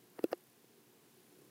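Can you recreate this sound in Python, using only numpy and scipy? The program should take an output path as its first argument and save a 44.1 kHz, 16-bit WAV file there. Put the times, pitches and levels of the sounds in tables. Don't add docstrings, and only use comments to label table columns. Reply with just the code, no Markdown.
import sys
import numpy as np
from scipy import signal
from scipy.fft import rfft, irfft
from scipy.io import wavfile

SR = 44100
rng = np.random.default_rng(int(sys.argv[2]) if len(sys.argv) > 2 else 0)


def to_wav(sig):
    pcm = np.clip(np.atleast_2d(sig), -1, 1) * 32767
    pcm = np.round(pcm).astype(np.int16)
    wavfile.write(sys.argv[1], SR, pcm.T)


N = 66150


def amp(db):
    return 10 ** (np.asarray(db) / 20)


def unit_rms(x):
    return x / np.sqrt(np.mean(x ** 2) + 1e-20)


def add(mix, start_s, sound):
    part = mix[max(round(start_s * SR), 0):][:len(sound)]
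    part += sound[:len(part)]


def decay(t, t60):
    return np.exp(-np.log(1000) * t / t60)


def fader(points, column=1):
    rows = np.array(points)
    return amp(np.interp(np.arange(N) / SR, rows[:, 0], rows[:, column]))


def noise(spectrum):
    hz, db = np.transpose(spectrum)
    shape = amp(np.interp(np.log(np.fft.rfftfreq(N, 1 / SR) + 1), np.log(hz), db))
    return unit_rms(irfft(rfft(rng.standard_normal(N)) * shape, N))


def band_noise(hz, width):
    offset = (np.fft.rfftfreq(N, 1 / SR) - hz) / width
    return unit_rms(irfft(rfft(rng.standard_normal(N)) / (1 + (2 * offset) ** 4), N))


def strike(modes, blow, sign, size=8192):
    t = np.arange(size) / SR
    ring = sum(sign ** (k + 1) * amp(db) * decay(t, t60) * np.sin(2 * np.pi * hz * t)
               for k, (hz, db, t60) in enumerate(modes))
    hit = irfft(rfft(ring) * blow(np.fft.rfftfreq(size, 1 / SR)))
    return hit / abs(hit).max()


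def microphone_hiss():
    # (frequency [Hz], relative level [dB])
    spectrum = [(410, -20), (700, 0), (919, -3.5), (1010, -1), (1210, -6), (1570, -5.5), (6880, -9.5),
                (9770, -10), (12800, -9), (15600, -12)]
    # (time [s], gain [dB])
    levels = [(0, -69), (.3, -69), (.6, -69.5), (1, -69), (1.25, -68), (1.5, -68.5)]
    low_cut = signal.butter(2, 556, "high", fs=SR, output="sos")
    return signal.sosfilt(low_cut, noise(spectrum)) * fader(levels)


def room_tone():
    # (frequency [Hz], relative level [dB])
    spectrum = [(20, 3), (55, -16), (90, -14), (128, -1.5), (165, -1), (220, -4), (360, -4.5), (470, -4),
                (620, -15), (1200, -28), (4000, -55)]
    # (centre [Hz], width [Hz], level against the rumble [dB])
    modes = [(127.5, 22, -13), (229.5, 18, -11.5), (294.4, 23, -10), (360.4, 13.7, -5.5), (407.4, 36, -8)]
    # (time [s], gain [dB])
    levels = [(0, -69), (.25, -69.5), (.45, -71), (.75, -69.5), (1.15, -69), (1.3, -68.5), (1.5, -66.5)]
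    rumble = noise(spectrum)
    resonances = sum(amp(db) * band_noise(hz, width) for hz, width, db in modes)
    return (rumble + resonances) * fader(levels)


def electrical_whine(hz=15000, rms_db=-81):
    return amp(rms_db) * np.sqrt(2) * np.sin(2 * np.pi * hz * np.arange(N) / SR)


def electrical_ticking(first_s=.0115, period_s=.01529, burst_s=.0058, offbeat_db=-9):
    # (centre [Hz], width [Hz])
    bands = [(11660, 810), (9920, 1500)]
    # (time [s], upper band [dB], lower band [dB])
    levels = [(0, -70.5, -76), (.4, -68, -71), (.6, -73, -73.5), (.8, -80, -76), (1, -80, -81),
              (1.17, -74, -68.5), (1.5, -74, -70)]
    t = np.arange(N) / SR - first_s
    beat = np.round(t / period_s)
    within_burst = np.clip((t - beat * period_s) / burst_s, -.5, .5)
    gate = np.cos(np.pi * within_burst) * amp(offbeat_db * (beat % 2))
    fizz = sum(fader(levels, column=k + 1) * band_noise(hz, width)
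               for k, (hz, width) in enumerate(bands))
    return gate * fizz


def slide():
    # (frequency [Hz], relative level [dB])
    spectrum = [(100, -11), (200, -22), (500, 3.5), (900, -8), (1450, -0.5), (2200, -13), (5000, -36),
                (9000, -15), (14000, -12)]
    # (time [s], level [dB])
    levels = [(0, -100), (.14, -84), (.175, -65), (.22, -66), (.29, -69.5), (.32, -60), (.37, -94),
              (1.5, -110)]
    return noise(spectrum) * fader(levels)


def thud(contact_ms, pitch, ring_hz, ring_trim_db):
    # (base frequency [Hz], level [dB], t60 [s])
    wood = [(316.3, 1.64, 0.025), (474, 4, .016), (750, -8.5, .012)]
    long_ring = (ring_hz, -14 + ring_trim_db, .042)
    modes = [long_ring] + [(hz * pitch, db, t60) for hz, db, t60 in wood]
    return strike(modes, lambda f: -f ** 2 / (1 + 2j * np.pi * f * contact_ms / 1000) ** 4, sign=-1)


def click(bright_hz, colour_db):
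    # (frequency [Hz], level [dB], t60 [s], response to colour_db [factor])
    frame = [(943, 5.5, 0.011, -0.47), (1230, -2, 0.022, -0.22), (1420, -3.5, 0.017, 1),
             (1600, -12, 0.0096, -0.17), (1843, 0.5, 0.011, -0.83), (2103, -9.5, 0.026, -0.33),
             (2615, -2.5, 0.011, 0.92), (2742, -6.5, 0.013, -1.17), (3440, -5.5, 0.011, 0.23),
             (4080, -3, 0.0091, 0.12), (4625, 3, .007, -0.24), (5260, -9.5, 0.008, -0.044)]
    modes = [(hz, db + response * colour_db, t60) for hz, db, t60, response in frame]
    return strike(modes, lambda f: 1j * f / (1 + 1j * f / bright_hz) ** 2, sign=1)


def knocks(tick_t60_s=.011, tick_lead_s=.0014):
    # (time [s], thud peak [dB], contact [ms], pitch [factor], long ring [Hz], ring trim [dB],
    # click delay [ms], click peak [dB], click brightness [Hz], frame colour [dB], tick level [dB])
    landings = [(0.1861, -44, 0.091, 1.15, 358, 7, 0.46, -78, 800, 5, -67),
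                (0.1911, -34.5, 0.86, 1.026, 376, -7, .1, -35, 755, -6, -76),
                (0.2406, -17.5, 1.56, 1.05, 356, 6.5, .8, -32, 3280, 11.5, -35),
                (0.3294, -21, 0.11, 1.054, 366, 12, 0.65, -27.5, 2160, -5, -62)]
    # (frequency [Hz], relative level [dB])
    tick_spectrum = [(500, -4), (2500, 6.5), (5000, -3.5), (7000, -2.5), (10000, -4.5), (14000, 1),
                     (16000, 5)]
    out = np.zeros(N)
    tick_envelope = decay(np.arange(N) / SR, tick_t60_s)
    for (start_s, thud_db, contact_ms, pitch, ring_hz, ring_trim_db,
         delay_ms, click_db, bright_hz, colour_db, tick_db) in landings:
        click_s = start_s + delay_ms / 1000
        add(out, start_s, amp(thud_db) * thud(contact_ms, pitch, ring_hz, ring_trim_db))
        add(out, click_s, amp(click_db) * click(bright_hz, colour_db))
        add(out, click_s - tick_lead_s, amp(tick_db) * noise(tick_spectrum) * tick_envelope)
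    return out


def noise_swishes(fade_s=.0028, rush_db=1.5):
    # (time [s], length [s], gain [dB], rush trim [dB])
    cues = [(0.229, 0.0177, -56, 10.5), (0.3147, .0165, -48, -8)]
    # (frequency [Hz], relative level [dB])
    swish_spectrum = [(300, 5), (700, 4.5), (1000, -5.5), (1600, 0.5), (2400, -15), (3600, -34), (5000, -8),
                      (7000, -23), (14000, -11)]
    # (frequency [Hz], relative level [dB])
    rush_spectrum = [(80, -41), (250, 6), (420, -2), (700, -21), (1500, -45), (6000, -60)]
    out = np.zeros(N)
    for start_s, length_s, db, rush_trim_db in cues:
        t = np.arange(0, length_s, 1 / SR)
        swish = noise(swish_spectrum) + amp(rush_db + rush_trim_db) * noise(rush_spectrum)
        envelope = np.minimum(np.minimum(t, length_s - t) / fade_s, 1)
        add(out, start_s, amp(db) * envelope * swish[:len(t)])
    return out


def bumps():
    # (time [s], peak [dB])
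    cues = [(0.6417, -53.5), (1.386, -53), (1.418, -56.5), (1.475, -56.5)]
    out = np.zeros(N)
    bump = thud(contact_ms=.93, pitch=1.025, ring_hz=378, ring_trim_db=-10)
    for start_s, db in cues:
        add(out, start_s, amp(db) * bump)
    return out


def room_reverb(x, wet_db=-34, t60_s=.053):
    t = np.arange(SR // 2) / SR
    tail = rng.standard_normal(len(t)) * decay(t, t60_s)
    return amp(wet_db) * signal.fftconvolve(x, tail / np.linalg.norm(tail))[:N]


def scene():
    foreground = knocks() + bumps() + noise_swishes() + slide()
    reverb = room_reverb(foreground)
    bed = microphone_hiss() + room_tone() + electrical_whine() + electrical_ticking()
    return (foreground + reverb + bed)[None]


def record(dry, low_cut_hz=113, top_hz=15850):
    low_cut = signal.butter(2, low_cut_hz, "high", fs=SR, output="sos")
    band_limit = signal.firwin(801, top_hz, window=("kaiser", 9), fs=SR)
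    return signal.oaconvolve(signal.sosfilt(low_cut, dry), band_limit[None], "same")


dry = scene()
out = record(dry)
to_wav(out)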